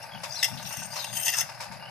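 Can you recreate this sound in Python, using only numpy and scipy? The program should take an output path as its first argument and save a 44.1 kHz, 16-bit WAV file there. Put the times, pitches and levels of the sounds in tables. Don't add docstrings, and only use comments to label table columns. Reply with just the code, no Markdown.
import sys
import numpy as np
from scipy import signal
from scipy.fft import rfft, irfft, next_fast_len
from scipy.io import wavfile

SR = 44100
rng = np.random.default_rng(int(sys.argv[2]) if len(sys.argv) > 2 else 0)


def to_wav(s):
    ch = np.atleast_2d(s).T
    pcm = np.round(np.clip(ch, -1, 1) * 32767)
    wavfile.write(sys.argv[1], SR, pcm.astype(np.int16))


N = 83790
TIME = np.arange(N) / SR
EAR_LIKENESS = 0.33


def undb(db):
    return 10 ** (np.asarray(db) / 20)


def unit(x):
    return x / np.sqrt(np.mean(x ** 2) + 1e-20)


def curve(rows):
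    return np.interp(TIME, *np.array(rows).T)


def wander(rate, count=N):
    targets = rng.standard_normal(4096)
    return np.sqrt(3 / 2) * np.interp(np.arange(count) * rate / SR, np.arange(len(targets)), targets)


def swell(start, attack, decay):
    age = TIME - start
    return np.clip(age / attack, 0, 1) * np.exp(-np.maximum(age - attack, 0) / decay)


def stereo_noise(shared):
    return np.sqrt(shared) * rng.standard_normal(N) + np.sqrt(1 - shared) * rng.standard_normal((2, N))


def grit(spread_db=2, grains_per_s=6500):
    hit = rng.random(N) < grains_per_s / SR
    size = undb(spread_db * np.minimum(rng.exponential(size=N), 4))
    return unit(hit * size * stereo_noise(EAR_LIKENESS))


def colour(x, points, size=8192):
    hz, db = np.array(points).T
    freqs = np.maximum(np.arange(size // 2 + 1) * SR / size, 1)
    gains = undb(np.interp(np.log(freqs), np.log(hz), db))
    cepstrum = irfft(np.log(gains))
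    cepstrum[1:size // 2] *= 2
    cepstrum[size // 2 + 1:] = 0
    response = irfft(np.exp(rfft(cepstrum)))
    length = next_fast_len(N + size, True)
    return irfft(rfft(x, length) * rfft(response, length), length)[..., :N]


def ring(x, hz, width):
    b, a = signal.iirpeak(hz, hz / width, fs=SR)
    return signal.lfilter(b, a, x) * np.sqrt(SR / (np.pi * width))


def clean_ring(x, hz, width):
    b, a = signal.iirpeak(hz, hz / (width + 950), fs=SR)
    return signal.lfilter(b, a, ring(x, hz, width))


def echoes(x, fade_s):
    tail = rng.standard_normal((2, N)) * np.exp(-np.log(1000) * TIME / fade_s)
    tail /= np.sqrt(np.sum(tail ** 2, axis=1, keepdims=True))
    return signal.fftconvolve(np.atleast_2d(x), tail, axes=1)[:, :N]


# t/s, level/dB
SLIDE = [(0, -52), (.04, -49), (.10, -63.5), (.22, -48.5), (.29, -46), (.40, -39.5), (.46, -38),
         (.52, -43.5), (.61, -46.5), (.69, -38), (.78, -37.5), (.85, -41), (.895, -47), (.96, -35.5),
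         (1.03, -42.5), (1.112, -44), (1.135, -30.5), (1.215, -31), (1.27, -29), (1.32, -30.5),
         (1.358, -35.5), (1.385, -24.5), (1.415, -27.5), (1.445, -55), (1.5, -49.5), (1.56, -58),
         (1.64, -47), (1.72, -81), (1.9, -56)]
# t/s, pressure/0-1
PRESSURE = [(.95, 0.5), (1.12, 1), (1.27, 0.79)]
# t/s, share/0-1
HOPPING = [(.5, 1), (.66, 0.46), (.88, 0), (.97, 0.37), (1.12, 0.26), (1.255, 0), (1.282, 0.63),
           (1.32, .45), (1.39, 0.93)]
# t/s, level/dB, brightness/dB per octave
KNOCKS = [(0.4276, -16.5, -4), (0.4315, -21.5, -5.5), (0.4425, -18, -3.5), (0.4457, -20.5, -6.5),
          (0.454, -34, -10.5), (0.626, -37, -0.5), (0.769, -30.5, 3), (1.0431, -26.5, -4), (1.128, -37, -8),
          (1.169, -25.5, -3.5), (1.2016, -37, 7), (1.231, -25, 0), (1.2643, -21, -3), (1.268, -26, -6.5),
          (1.2803, -16, -3), (1.2885, -23.5, -7), (1.301, -37, -5), (1.328, -28, -7), (1.336, -24, -6),
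          (1.342, -26, -5), (1.367, -30, 9), (1.3745, -37, 3), (1.3842, -28, 6), (1.393, -34, 8),
          (1.407, -23, 5), (1.412, -31.5, -9.5), (1.422, -38.5, -7.5)]
# f/Hz, level sliding lightly/dB, level pressed hard/dB, level struck/dB
ROD_TONES = [(752, -31, -33.5, -23), (1868, -7, -15, -11.5), (2012, -13, -16, -8), (2744, 2, -7.5, -2.5),
             (3080, -23, -3.5, -14.5), (3350, -7, -20, -5), (3506, -19, -27, -3), (4800, -16, -6.5, -9),
             (5060, -23, -20, -18.5), (5295, -19, -9.5, 2), (5547, 4, -21, -3.5), (5704, 14.5, -18, -4),
             (6187, 1.5, -5.5, -3), (6395, -6.5, 1.5, -2.5), (6900, -35, -12, -9.5), (7970, -33, -9, -6),
             (8610, 0, -2, -4), (8920, -9.5, 4.5, -14.5), (9475, -28, -1, -9), (9890, -23, -8, -6.5),
             (12170, -14, -11, -5.5), (12310, -3.5, -12, -14), (13000, -16, -2, -10),
             (13600, -27, -10, -17)]
# f/Hz, level/dB
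RASP_COLOUR = [(300, -46.5), (700, 5.5), (1300, -5.5), (2000, -21), (2900, 9.5), (4000, -24.5), (6000, 3),
               (7500, -37), (9500, 2.5), (11000, -1), (13300, -31), (15000, -9)]

def rod():
    slips = grit() * unit(undb(1.9 * wander(rate=148.5))) * undb(curve(SLIDE))
    starts, knock_db, tilt_db = np.array(KNOCKS).T
    catches = np.array([swell(start, attack=0.00071, decay=0.005) for start in starts])
    chatter = undb(-4.5) * stereo_noise(EAR_LIKENESS)
    press, hop = curve(PRESSURE), curve(HOPPING)
    middle_hz = np.median(np.array(ROD_TONES)[:, 0])
    ringing, power = 0, 0
    for hz, light_db, hard_db, struck_db in ROD_TONES:
        sizes = undb(knock_db + tilt_db * np.log2(hz / middle_hz))
        lag_s = .0015 * np.sqrt(middle_hz / hz) * rng.random(len(starts))
        pushes = np.bincount(((starts + lag_s) * SR).astype(int), sizes, N)
        force = undb(18.5) * pushes + chatter * (sizes @ catches)
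        struck = clean_ring(force, hz, width=62)
        rubbed = clean_ring(slips, hz, width=130) * unit(undb(4 * wander(rate=30.05)))
        sliding_db = (1 - press) * light_db + press * hard_db
        gain = undb((1 - hop) * sliding_db + hop * struck_db)
        ringing += gain * (rubbed + struck)
        power += gain ** 2
    rasp = colour(slips + chatter * (undb(knock_db) @ catches), RASP_COLOUR)
    return ringing / np.sqrt(power) + undb(-8) * rasp


# f/Hz, level/dB
AIR_COLOUR = [(25, -6), (120, -1.5), (250, -4), (400, -7.5), (650, 11), (1300, -6.5), (1550, 4.5),
              (2700, -12.5), (3300, -12.5), (5000, -4), (7500, -56), (11000, -3), (15000, -41)]

def air():
    hiss = rng.standard_normal((2, N)) + rng.standard_normal(N)
    return unit(colour(hiss, AIR_COLOUR)) * undb(-52.5 + wander(rate=4.58))


# t/s, level/dB, fade/s
GUSTS = [(0.133, -38.5, 0.063), (0.499, -32, 0.071), (0.631, -45, 0.039), (0.763, -38.5, 0.086),
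         (1.075, -43.5, 0.064), (1.121, -39, 0.04), (1.421, -42, .03), (1.674, -38, 0.089)]
# f/Hz, level/dB
WIND_COLOUR = [(25, -28), (55, -21), (90, -9.5), (130, -1.5), (190, -1), (240, -11.5), (320, -27.5),
               (500, -51)]

def wind():
    gusts = sum(undb(db) * swell(start, 0.016, fade) for start, db, fade in GUSTS)
    buffet = gusts * unit(colour(rng.standard_normal((2, N)), WIND_COLOUR))
    rumble = ring(rng.standard_normal((2, N)), hz=120.6, width=34)
    flutter = undb(-49.5) * unit(colour(rumble, WIND_COLOUR))
    return (buffet + flutter) * undb([[0], [-24]])


# f/Hz, level/dB
CLATTER_COLOUR = [(300, -30.5), (440, -30.5), (590, 3), (680, -2.5), (790, 2.5), (910, 0.5), (1050, -11),
                  (1200, -2), (1320, -14.5), (1520, 0), (1750, -8.5), (2600, -6.5), (3200, -27),
                  (5000, -9.5), (9000, -87)]

def engine(firings_per_s=8.94, first_firing_s=.034):
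    age = TIME - first_firing_s
    since_firing = age % (1 / firings_per_s)
    since_clack = (age - 0.0012) % (1 / (4 * firings_per_s))
    firing_fade = np.exp(-since_firing / 0.03)
    puffs = firing_fade * np.minimum(since_firing / 0.003, 1) * undb(wander(rate=67))
    exhaust_hz = 908 + 14 * wander(rate=120)
    exhaust = puffs * np.sin(2 * np.pi * np.cumsum(exhaust_hz) / SR)
    clacks = np.exp(-since_clack / 0.025) * (1 + .5 * firing_fade)
    clatter = colour(clacks * stereo_noise(shared=0.77), CLATTER_COLOUR)
    return undb(-50.5) * unit(exhaust) + undb(-45) * unit(clatter)


def bird_note(start, length, from_hz, to_hz, db):
    count = int(length * SR)
    progress = np.linspace(0, 1, count)
    hz = (from_hz + (to_hz - from_hz) * progress) * (1 + .026 * wander(690, count))
    arch = np.sqrt(2 * np.abs(np.sin(np.pi * progress)))
    flutter = unit(undb(3.5 * wander(318, count)))
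    whistle = undb(db) * arch * flutter * np.sin(2 * np.pi * np.cumsum(hz) / SR)
    return np.pad(whistle, (int(start * SR), N))[:N]


# t/s into the call, length/s, start f/Hz, end f/Hz, level/dB
CALL_NOTES = [(0, .042, 4720, 4860, -43), (0.012, .032, 6500, 6050, -46), (0.035, .045, 5750, 5550, -42),
              (.062, .022, 4050, 4500, -39), (.078, 0.028, 4950, 5020, -43), (.09, .025, 4150, 3950, -39),
              (0.113, 0.04, 3750, 3500, -43), (0.155, 0.05, 3450, 3600, -46)]
# t/s, added level/dB
CALLS = [(0.297, 2.5), (0.905, -0.5)]
# t/s, length/s, start f/Hz, end f/Hz, level/dB
CHIRPS = [(0.106, 0.065, 3304, 3266, -47), (0.151, 0.031, 2920, 2950, -46), (1.795, 0.109, 2780, 2940, -47)]
FIELD_ECHO_S = 0.26

def birds():
    song = sum(bird_note(at + start, length, from_hz, to_hz, db + call_db)
               for at, call_db in CALLS for start, length, from_hz, to_hz, db in CALL_NOTES)
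    song += sum(bird_note(*chirp) for chirp in CHIRPS)
    return song + undb(-4) * echoes(song, FIELD_ECHO_S)


# t/s, level/dB, fade/s
SCUFFS = [(0.232, -29.5, 0.016), (0.703, -39, 0.0054), (.928, -44, 0.045), (0.955, -33.5, 0.046),
          (1.368, -44, 0.14), (1.491, -39, 0.0043), (1.602, -34.5, 0.034), (1.716, -45, 0.038)]
# f/Hz, level/dB
SCUFF_COLOUR = [(250, -26), (430, -20.5), (580, 4), (740, -2), (940, 3.5), (1300, -4.5), (1550, -6.5),
                (2500, -1.5), (3300, -9.5), (5000, -4.5), (7000, -10.5), (11000, -18.5), (15000, -32)]

def shoes():
    effort = sum(undb(db) * swell(start, 0.0069, fade) for start, db, fade in SCUFFS)
    return effort * unit(colour(grit(spread_db=0.5), SCUFF_COLOUR))


# t/s, level/dB, fade/s, centre f/Hz, width/Hz
ROUGH_BURSTS = [(0.571, -38, 0.03, 3600, 1300), (0.649, -39, .03, 3550, 1000),
                (0.703, -41.5, 0.018, 1180, 796), (.728, -43.5, 0.023, 1440, 600),
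                (0.958, -42, 0.023, 940, 80), (.99, -41, 0.077, 3900, 400),
                (1.342, -35.5, 0.019, 1360, 590), (1.381, -35.5, 0.038, 1480, 900)]

def rough_bursts():
    return sum(undb(db) * swell(start, 0.0052, fade) * unit(clean_ring(grit(), hz, width))
               for start, db, fade, hz, width in ROUGH_BURSTS)


# f/Hz, level/dB
LEFT_OVER_RIGHT = [(300, 5), (600, -4.5), (950, 10), (1300, -2), (2700, 2), (3800, 4.5), (5000, 13.5),
                   (6500, 6), (9000, 9), (13000, 13)]

def scene():
    foreground = rod() + rough_bursts() + shoes()
    direct = foreground + engine()
    ground_echo = undb(-13) * echoes(direct, fade_s=0.092)
    field_echo = undb(-12.5) * echoes(foreground, FIELD_ECHO_S)
    left, right = direct + ground_echo + field_echo + birds()
    left = colour(left, [(hz, db / 2) for hz, db in LEFT_OVER_RIGHT])
    right = colour(right, [(hz, -db / 2) for hz, db in LEFT_OVER_RIGHT])
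    return undb(-1.5) * np.array([left, right]) + air() + wind()


def record(dry, dull_hz=14050, top_hz=15800):
    dull = signal.sosfilt(signal.butter(6, dull_hz, fs=SR, output="sos"), dry)
    return signal.sosfilt(signal.ellip(8, .2, 70, top_hz, fs=SR, output="sos"), dull)


dry = scene()
out = record(dry)
to_wav(out)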